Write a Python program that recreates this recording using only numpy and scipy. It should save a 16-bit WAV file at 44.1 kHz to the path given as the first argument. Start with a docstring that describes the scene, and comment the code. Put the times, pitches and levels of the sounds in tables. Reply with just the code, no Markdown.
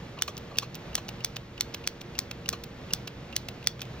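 """A hand tally counter, pressed eleven times by a thumb while colonies are counted in a quiet lab.
Per press: the spring chirps, a faint high tick sounds just before the snap, the pawl slides and strikes;
the button then clacks back. A marker now and then dots the plastic dish. Each sound is an impulse or a
burst of micro-contacts driving a body response. Ventilation hums; the bench and walls answer faintly."""
import sys
import numpy as np
from scipy import signal
from scipy.fft import rfft, irfft, next_fast_len
from scipy.io import wavfile
from scipy.ndimage import uniform_filter1d, map_coordinates

SR = 44100
rng = np.random.default_rng(int(sys.argv[2]) if len(sys.argv) > 2 else 0)


def store_wav(level_fs):
    """Save 16-bit WAV to argv[1]."""
    pcm = np.round(np.clip(np.atleast_2d(level_fs), -1, 1) * 32767)
    wavfile.write(sys.argv[1], SR, pcm.T.astype(np.int16))


N = 176400

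# (time [s], snap [dB], tilt [dB/oct], pawl slide [s], spring lead [s], spring [dB], hollow knock [dB])
BUTTON_PRESSES = [(.2223, 1.5, 0.3, .001, 0.035, 2.5, 5), (0.5862, 2, -0.5, 0.0015, 0.03, -3.5, -3),
                  (0.954, 1, 1.5, .0016, .025, -5, 0), (1.2475, -2.5, 2, 0.0017, 0.043, -1, -10),
                  (1.6092, 0, 0.5, 0.0014, 0.032, 0.5, -10), (1.8751, -1.5, 0, .0014, 0.036, 0, -8),
                  (2.1903, -1.5, 1.5, 0.0015, 0.039, -0.5, -21), (2.4903, -0.5, 2, .0014, .032, 3, 3),
                  (2.936, 0.5, 3, 0.0019, 0.03, 1.5, -23), (3.3654, -.5, 1, .0021, .04, 1.5, -22),
                  (3.6723, 3.2, -0.1, 0.00091, 0.046, -4, -0.5)]
# (time [s], clack [dB], tilt [dB/oct], tick lead [s], tick [dB])
BUTTON_RETURNS = [(0.378, -7, 3, 0.0095, -2), (.7526, -6.5, 4, 0.0073, -3.5), (1.0892, -2.5, -1, .0058, -3),
                  (1.366, 0, -2, 0.0056, -3.5), (1.7451, 1.5, -0.5, 0.0052, -3),
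                  (2.014, -7.5, -1, 0.0036, -9), (2.3125, -0.5, -2, 0.0025, -14),
                  (2.638, -6.5, 2.5, 0.00154, -10), (3.0764, -2.5, -1.5, 0.0031, -4.5),
                  (3.486, -1, -1, .003, -30), (3.8176, -0.5, -.5, 0.011, -4.5)]
# loose play of button and wheels (time [s], level [dB], tilt [dB/oct])
BUTTON_RATTLES = [(.571, -19, 0), (0.759, -23, -4), (3.642, -23, -2), (3.7939, -21, -6), (3.829, -22, -3),
                  (3.853, -25.5, -3)]
# (time [s], level [dB], tilt [dB/oct], rise [s], t60 [s], dish ring [dB])
MARKER_DOTS = [(.171, -10, -9, .0028, 0.14, -1), (0.278, -1, -1, 0.00126, 0.071, -2.5),
               (.511, -13.5, -13, .003, 0.059, 2), (.539, -18, -7, .0054, 0.13, 0),
               (.621, -5.5, -2, 0.0062, .082, -3), (.874, -17, -19, 0.0027, 0.076, -3),
               (0.977, -3, -2, 0.00183, 0.052, -2), (2.5284, -1.5, -1.5, 0.00046, 0.063, -1)]

# spectra of the close sounds (frequency [Hz], level [dB])
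SNAP_COLOUR = [(300, -33.5), (900, -26.5), (1400, -13.5), (2100, -8.5), (2900, -6.5), (3520, 0.5),
               (3850, -5.5), (4480, 2.3), (5100, -5.5), (5750, 0), (7100, -8), (8200, -6.5), (10500, -10.5),
               (13000, -20.5), (15400, -17), (16800, -48)]
SLIDE_COLOUR = [(500, -32), (1400, 0), (3200, -4.5), (3900, -2), (4450, 0), (5100, 9), (5800, 5.5),
                (7200, -4.5), (10500, -3.5), (13000, -2), (15300, -4), (16800, -7)]
HIGH_TICK_COLOUR = [(1000, -39), (3000, -10), (5000, -3.5), (6000, -1.5), (7500, -25), (12000, -25),
                    (16000, -31)]
SPRING_COLOUR = [(800, -15), (2150, -19), (2550, -1), (2820, 6), (3250, -11), (4500, -11.5), (7000, -22),
                 (11000, -32), (15500, -29)]
HOLLOW_COLOUR = [(200, -38), (700, -13.5), (1350, 4.5), (2100, 5), (3200, -5.5), (8000, -41)]
CLACK_COLOUR = [(400, -13), (1400, -10.5), (2000, -12), (2550, 0), (3100, -1), (3500, -1), (4900, -5.5),
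                (5600, -4.5), (7100, -9.5), (9700, -11.5), (11000, -20), (13500, -16), (15200, -7.5),
                (16500, -28)]
DISH_COLOUR = [(100, -41), (350, -6.5), (620, -2), (880, -8.5), (1110, 3), (1450, -7.5), (1750, -9.5),
               (2050, -17), (2500, -1), (2950, -6.5), (3350, -2.5), (3750, -14), (4150, 2), (4800, -11.5),
               (5800, -5.5), (8500, -16), (15500, -20.5)]
# modes of the counter's steel and the dish (frequency [Hz], level [dB], t60 [s])
STEEL_MODES = [(3140, -7, 0.015), (3553, -4, 0.015), (4460, -4, .013), (5850, 3, 0.0075),
               (6250, -1.5, 0.0057), (7930, -2.5, .008), (15200, -7, .0086)]
PLASTIC_MODES = [(1042, -6, 0.041), (1149, 0, 0.056), (1740, -10, 0.032), (4230, -4, 0.048)]

# background spectra (frequency [Hz], level [dB])
AIR_COLOUR = [(20, -13), (35, -11.5), (55, -.7), (95, -3), (135, 1), (200, -1.7), (300, -8), (600, -12),
              (950, -17), (2000, -19), (3500, -23), (6000, -31), (8000, -38), (11000, -46), (15300, -42),
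              (16300, -70)]
BENCH_COLOUR = [(300, 9), (3000, 0.5), (6000, -24), (10000, 4), (16000, 1.5)]
REVERB_COLOUR = [(300, 1.5), (1500, 2.5), (3000, 6.5), (4500, 3), (6000, -1), (9000, -8.5), (12000, -4.5),
                 (15000, 3)]
# hum (frequency [Hz], rms level [dB])
FAN_LINES = [(122, -51.5), (350.5, -59.5), (468.3, -58.5), (559.8, -62)]
# wall tail (frequency [Hz], t60 [s])
ROOM_DECAY = [(300, 1), (2000, 0.086), (5000, 0.21), (9000, 0.16), (15000, 0.2)]
# ventilation (frequency [Hz], left-right correlation [0-1])
AIR_CORRELATION = [(60, 1), (130, 0.99), (250, 0.98), (500, 0.75), (1000, 0.7), (2500, 0.41), (6000, 1),
                   (14000, 1)]
# ventilation; close sounds with their reverb (frequency [Hz], left minus right [dB])
VENT_BALANCE = [(50, 0), (250, -0.7), (500, -5), (1000, 0.5), (2000, -0.5), (6000, 0)]
CLOSE_BALANCE = [(500, -1.5), (1200, 2), (1800, -1), (2600, -3), (3600, -1.5), (6000, 0.5), (15000, 0.5)]
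# phase between the ports (frequency [Hz], left lead [rad])
PORT_LEAD = [(900, 0.15), (1700, 0.13), (2800, 1.52), (3600, 1.1), (4700, 1.66), (5600, 1.39), (8900, 2.97),
             (10200, 3.09), (12000, 3.78), (14000, 4.7), (16000, 8.8)]

# base levels; the event tables add to them
SPRING_DB, SPRING_RISE_S, SPRING_T60_S = -17.5, 0.0014, 0.025
HIGH_TICK_DB, HIGH_TICK_LEAD_S, HIGH_TICK_T60_S = -20, 0.0085, 0.011
SLIDE_DB, SNAP_DB, STEEL_DB, HOLLOW_DB = -4, -0.3, -5, -17
CASE_DB, CASE_RISE_S, CASE_T60_S = -4, 0.0021, 0.0074
SEAT_DB, SEAT_DELAY_S, SEAT_RISE_S, SEAT_T60_S = -18, 0.0095, 0.00028, 0.028
RETURN_TICK_DB, CLACK_HIT_DB = -14, -12.5
CLACK_DB, CLACK_RISE_S, CLACK_T60_S = -9.5, 0.00058, 0.019
DISH_DB, DISH_RING_DB = -5, -12
CRACK_DB, CRACK_LOSS_DB_PER_S, CRACK_TILT_DB_OCT = -12, 5000, 5.6
AIR_DB, AIR_WAVER_DB, HUM_WAVER_DB, HUM_WAVER_HZ = -43.5, 1.2, 2.34, 1.51
ROOM_DB, ROOM_CORRELATION = -18.5, 0.75
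BENCH_DB, BENCH_DELAY_S, BENCH_T60_S = -15, 0.0005, 0.0108
TILT_FROM_HZ = 1100  # contact hardness changes the colour above this
BAND_LIMIT_HZ = 16900


def counter_presses():
    """Spring chirp; a faint high tick; the pawl slides and strikes; the case rattles, knocks again."""
    out = np.zeros(N)
    for time_s, db, tilt_db_oct, slide_s, spring_lead_s, spring_db, hollow_db in BUTTON_PRESSES:
        case = body(SNAP_COLOUR, tilt_db_oct)
        chirp = chatter(SPRING_RISE_S, SPRING_T60_S)
        add(out, time_s - spring_lead_s, SPRING_DB + spring_db, chirp, body(SPRING_COLOUR))
        tick = chatter(0, HIGH_TICK_T60_S)
        add(out, time_s - HIGH_TICK_LEAD_S, HIGH_TICK_DB, tick, body(HIGH_TICK_COLOUR))
        friction = flat_noise(np.ones(max(2, round(slide_s * SR))))
        add(out, time_s - slide_s, SLIDE_DB, friction, body(SLIDE_COLOUR, tilt_db_oct))
        add(out, time_s, SNAP_DB + db, impulse(), case)
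        add(out, time_s, STEEL_DB + db, impulse(), ringing(STEEL_MODES))
        add(out, time_s, HOLLOW_DB + hollow_db, impulse(), body(HOLLOW_COLOUR))
        add(out, time_s, CASE_DB + db, chatter(CASE_RISE_S, CASE_T60_S), case)
        add(out, time_s + SEAT_DELAY_S, SEAT_DB + db, chatter(SEAT_RISE_S, SEAT_T60_S), case)
    return out


def button_returns():
    """The button is let go: a tick, then a looser, duller clack."""
    out = np.zeros(N)
    for time_s, db, tilt_db_oct, tick_lead_s, tick_db in BUTTON_RETURNS:
        button = body(CLACK_COLOUR, tilt_db_oct)
        tick = chatter(0, HIGH_TICK_T60_S)
        add(out, time_s - tick_lead_s, RETURN_TICK_DB + tick_db, tick, body(HIGH_TICK_COLOUR))
        add(out, time_s, CLACK_HIT_DB + db, impulse(), button)
        add(out, time_s, CLACK_DB + db, chatter(CLACK_RISE_S, CLACK_T60_S), button)
    return out


def button_rattles():
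    """The loose button shifts faintly in its case."""
    out = np.zeros(N)
    for time_s, db, tilt_db_oct in BUTTON_RATTLES:
        add(out, time_s, db, chatter(0, t60_s=0.021), body(CLACK_COLOUR, tilt_db_oct))
    return out


def marker():
    """The felt tip lands, cracking when quick; the dish rings hollow and chatters on the bench."""
    out = np.zeros(N)
    for time_s, db, tilt_db_oct, rise_s, t60_s, ring_db in MARKER_DOTS:
        crack_db = CRACK_DB + db - CRACK_LOSS_DB_PER_S * rise_s
        bright_dish = body(DISH_COLOUR, tilt_db_oct + CRACK_TILT_DB_OCT)
        add(out, time_s, crack_db, chatter(0, t60_s=0.0035), bright_dish)
        add(out, time_s, DISH_DB + db, chatter(rise_s, t60_s), body(DISH_COLOUR, tilt_db_oct))
        add(out, time_s + rise_s, DISH_RING_DB + db + ring_db, impulse(), ringing(PLASTIC_MODES))
    return out


def ventilation():
    """A rush of air with a few slightly unsteady fan lines."""
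    air = coloured(rng.standard_normal((2, N)), AIR_COLOUR)
    correlation = along(AIR_CORRELATION, np.fft.rfftfreq(N, 1 / SR))
    air = irfft(stereo_pair(rfft(air), correlation), N)
    air = unit_rms(air) * amp(AIR_DB + AIR_WAVER_DB * wobble(rate_hz=8.01))
    hum = np.zeros(N)
    for hz, db in FAN_LINES:
        peak = np.sqrt(2) * amp(db + HUM_WAVER_DB * wobble(rate_hz=5.996))
        pitch_hz = hz + HUM_WAVER_HZ * wobble(rate_hz=6.96)
        hum += peak * np.sin(2 * np.pi * np.cumsum(pitch_hz) / SR)
    return panned(air + hum, VENT_BALANCE)


def room(x, blocks=14):
    """Quick scatter off the bench and a soft wall tail, drawn anew for each block."""
    out = np.zeros((2, N))
    for block in np.array_split(np.arange(N), blocks):
        noise = stereo_pair(rng.standard_normal((2, SR // 2)), ROOM_CORRELATION)
        hz, t, spectra = signal.stft(noise, SR, nperseg=256)
        decay = 1000 ** (-t / along(ROOM_DECAY, hz)[:, None])
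        tail = signal.istft(spectra * decay, SR, nperseg=256)[1]
        tail *= amp(ROOM_DB) / np.linalg.norm(tail[0])
        for side in tail:
            add(side, BENCH_DELAY_S, BENCH_DB, chatter(0, BENCH_T60_S), body(BENCH_COLOUR))
        start = block[0]
        wet = signal.fftconvolve(x[None, block], tail, axes=1)[:, :N - start]
        out[:, start:start + wet.shape[1]] += wet
    return coloured(out, REVERB_COLOUR)


def add(track, time_s, db, force, response):
    """Drive a body with a force at time_s; db sets the energy of the result."""
    sound = signal.fftconvolve(force, response)
    part = track[round(time_s * SR):][:len(sound)]
    part += amp(db) * sound[:len(part)] / np.linalg.norm(sound)


def impulse():
    """One hard contact."""
    return np.ones(1)


def chatter(rise_s, t60_s):
    """A burst of random micro-contacts that swells and dies."""
    t = np.arange(SR // 8) / SR
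    swell = 1 - np.exp(-t / max(rise_s, 1 / SR))
    return flat_noise(swell * 1000 ** (-t / t60_s))


def flat_noise(envelope, passes=4, window_samples=32):
    """Random contacts under an envelope, whitened so the body alone sets the colour."""
    x = rng.standard_normal(len(envelope)) * envelope
    for _ in range(passes):
        phase_rad = np.angle(rfft(x, 2 * len(x)))
        x = irfft(np.exp(1j * phase_rad))[:len(x)]
        local_power = np.abs(uniform_filter1d(x ** 2, window_samples))
        x = x * envelope / np.sqrt(local_power + 1e-20)
    return x


def body(colour, tilt_db_oct=0, size=4096):
    """Minimum-phase impulse response of energy 1 with this colour and treble tilt."""
    hz = np.fft.rfftfreq(size, 1 / SR)
    octaves = np.log2(np.maximum(hz / TILT_FROM_HZ, 1))
    cepstrum = irfft(np.log(amp(along(colour, hz) + tilt_db_oct * octaves)))
    cepstrum[1:size // 2] *= 2
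    cepstrum[size // 2 + 1:] = 0
    response = irfft(np.exp(rfft(cepstrum)))
    return response / np.linalg.norm(response)


def ringing(modes, spread_db=1, detune=0.004):
    """Damped sines; pitch and strength vary per blow as the grip and wheels shift."""
    t = np.arange(SR // 10) / SR
    out = np.zeros(len(t))
    for hz, db, t60_s in modes:
        envelope = amp(db + rng.normal(0, spread_db) - 60 * t / t60_s)
        pitch_hz = hz * (1 + detune * rng.normal())
        out += envelope * np.sin(2 * np.pi * pitch_hz * t)
    return out


def amp(db):
    return 10 ** (np.asarray(db) / 20)


def unit_rms(x):
    return x / np.sqrt(np.mean(x ** 2) + 1e-20)


def along(points, hz):
    """Interpolate (frequency [Hz], value) points on a log axis."""
    knots_hz, values = np.transpose(points)
    return np.interp(np.log(hz + 1), np.log(knots_hz + 1), values)


def wobble(rate_hz):
    """Smooth random curve, rate_hz knots a second."""
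    knots = rng.standard_normal(int(N * rate_hz / SR) + 4)
    return map_coordinates(knots, [np.arange(N) * rate_hz / SR])


def filtered(x, response):
    """Apply a complex frequency response."""
    size = next_fast_len(N + SR // 2)
    hz = np.fft.rfftfreq(size, 1 / SR)
    return irfft(rfft(x, size) * response(hz), size)[..., :N]


def coloured(x, colour):
    return filtered(x, lambda hz: amp(along(colour, hz)))


def panned(x, balance):
    return filtered(x, lambda hz: amp(split_sides(along(balance, hz))))


def split_sides(difference):
    """Plus half to the left, minus half to the right."""
    return difference * np.array([[0.5], [-0.5]])


def stereo_pair(sources, correlation):
    """Mix two unrelated signals to a left and right of given correlation."""
    angle_rad = np.arccos(np.clip(correlation, -1, 1)) / 2
    mid, side = np.cos(angle_rad) * sources[0], np.sin(angle_rad) * sources[1]
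    return np.array([mid + side, mid - side])


def scene():
    """Counter and marker close by, with room and ventilation."""
    close = counter_presses() + button_returns() + button_rattles() + marker()
    return panned(close + room(close), CLOSE_BALANCE) + ventilation()


def record(dry):
    """The left port leads the right a little; a steep low-pass limits the band."""
    def response(hz):
        lead_rad = np.interp(hz, *np.transpose([(0, 0)] + list(PORT_LEAD)))
        low_pass = 1 / (1 + (hz / BAND_LIMIT_HZ) ** 200)
        return np.exp(1j * split_sides(lead_rad)) * low_pass
    return filtered(dry, response)


dry = scene()
out = record(dry)
store_wav(out)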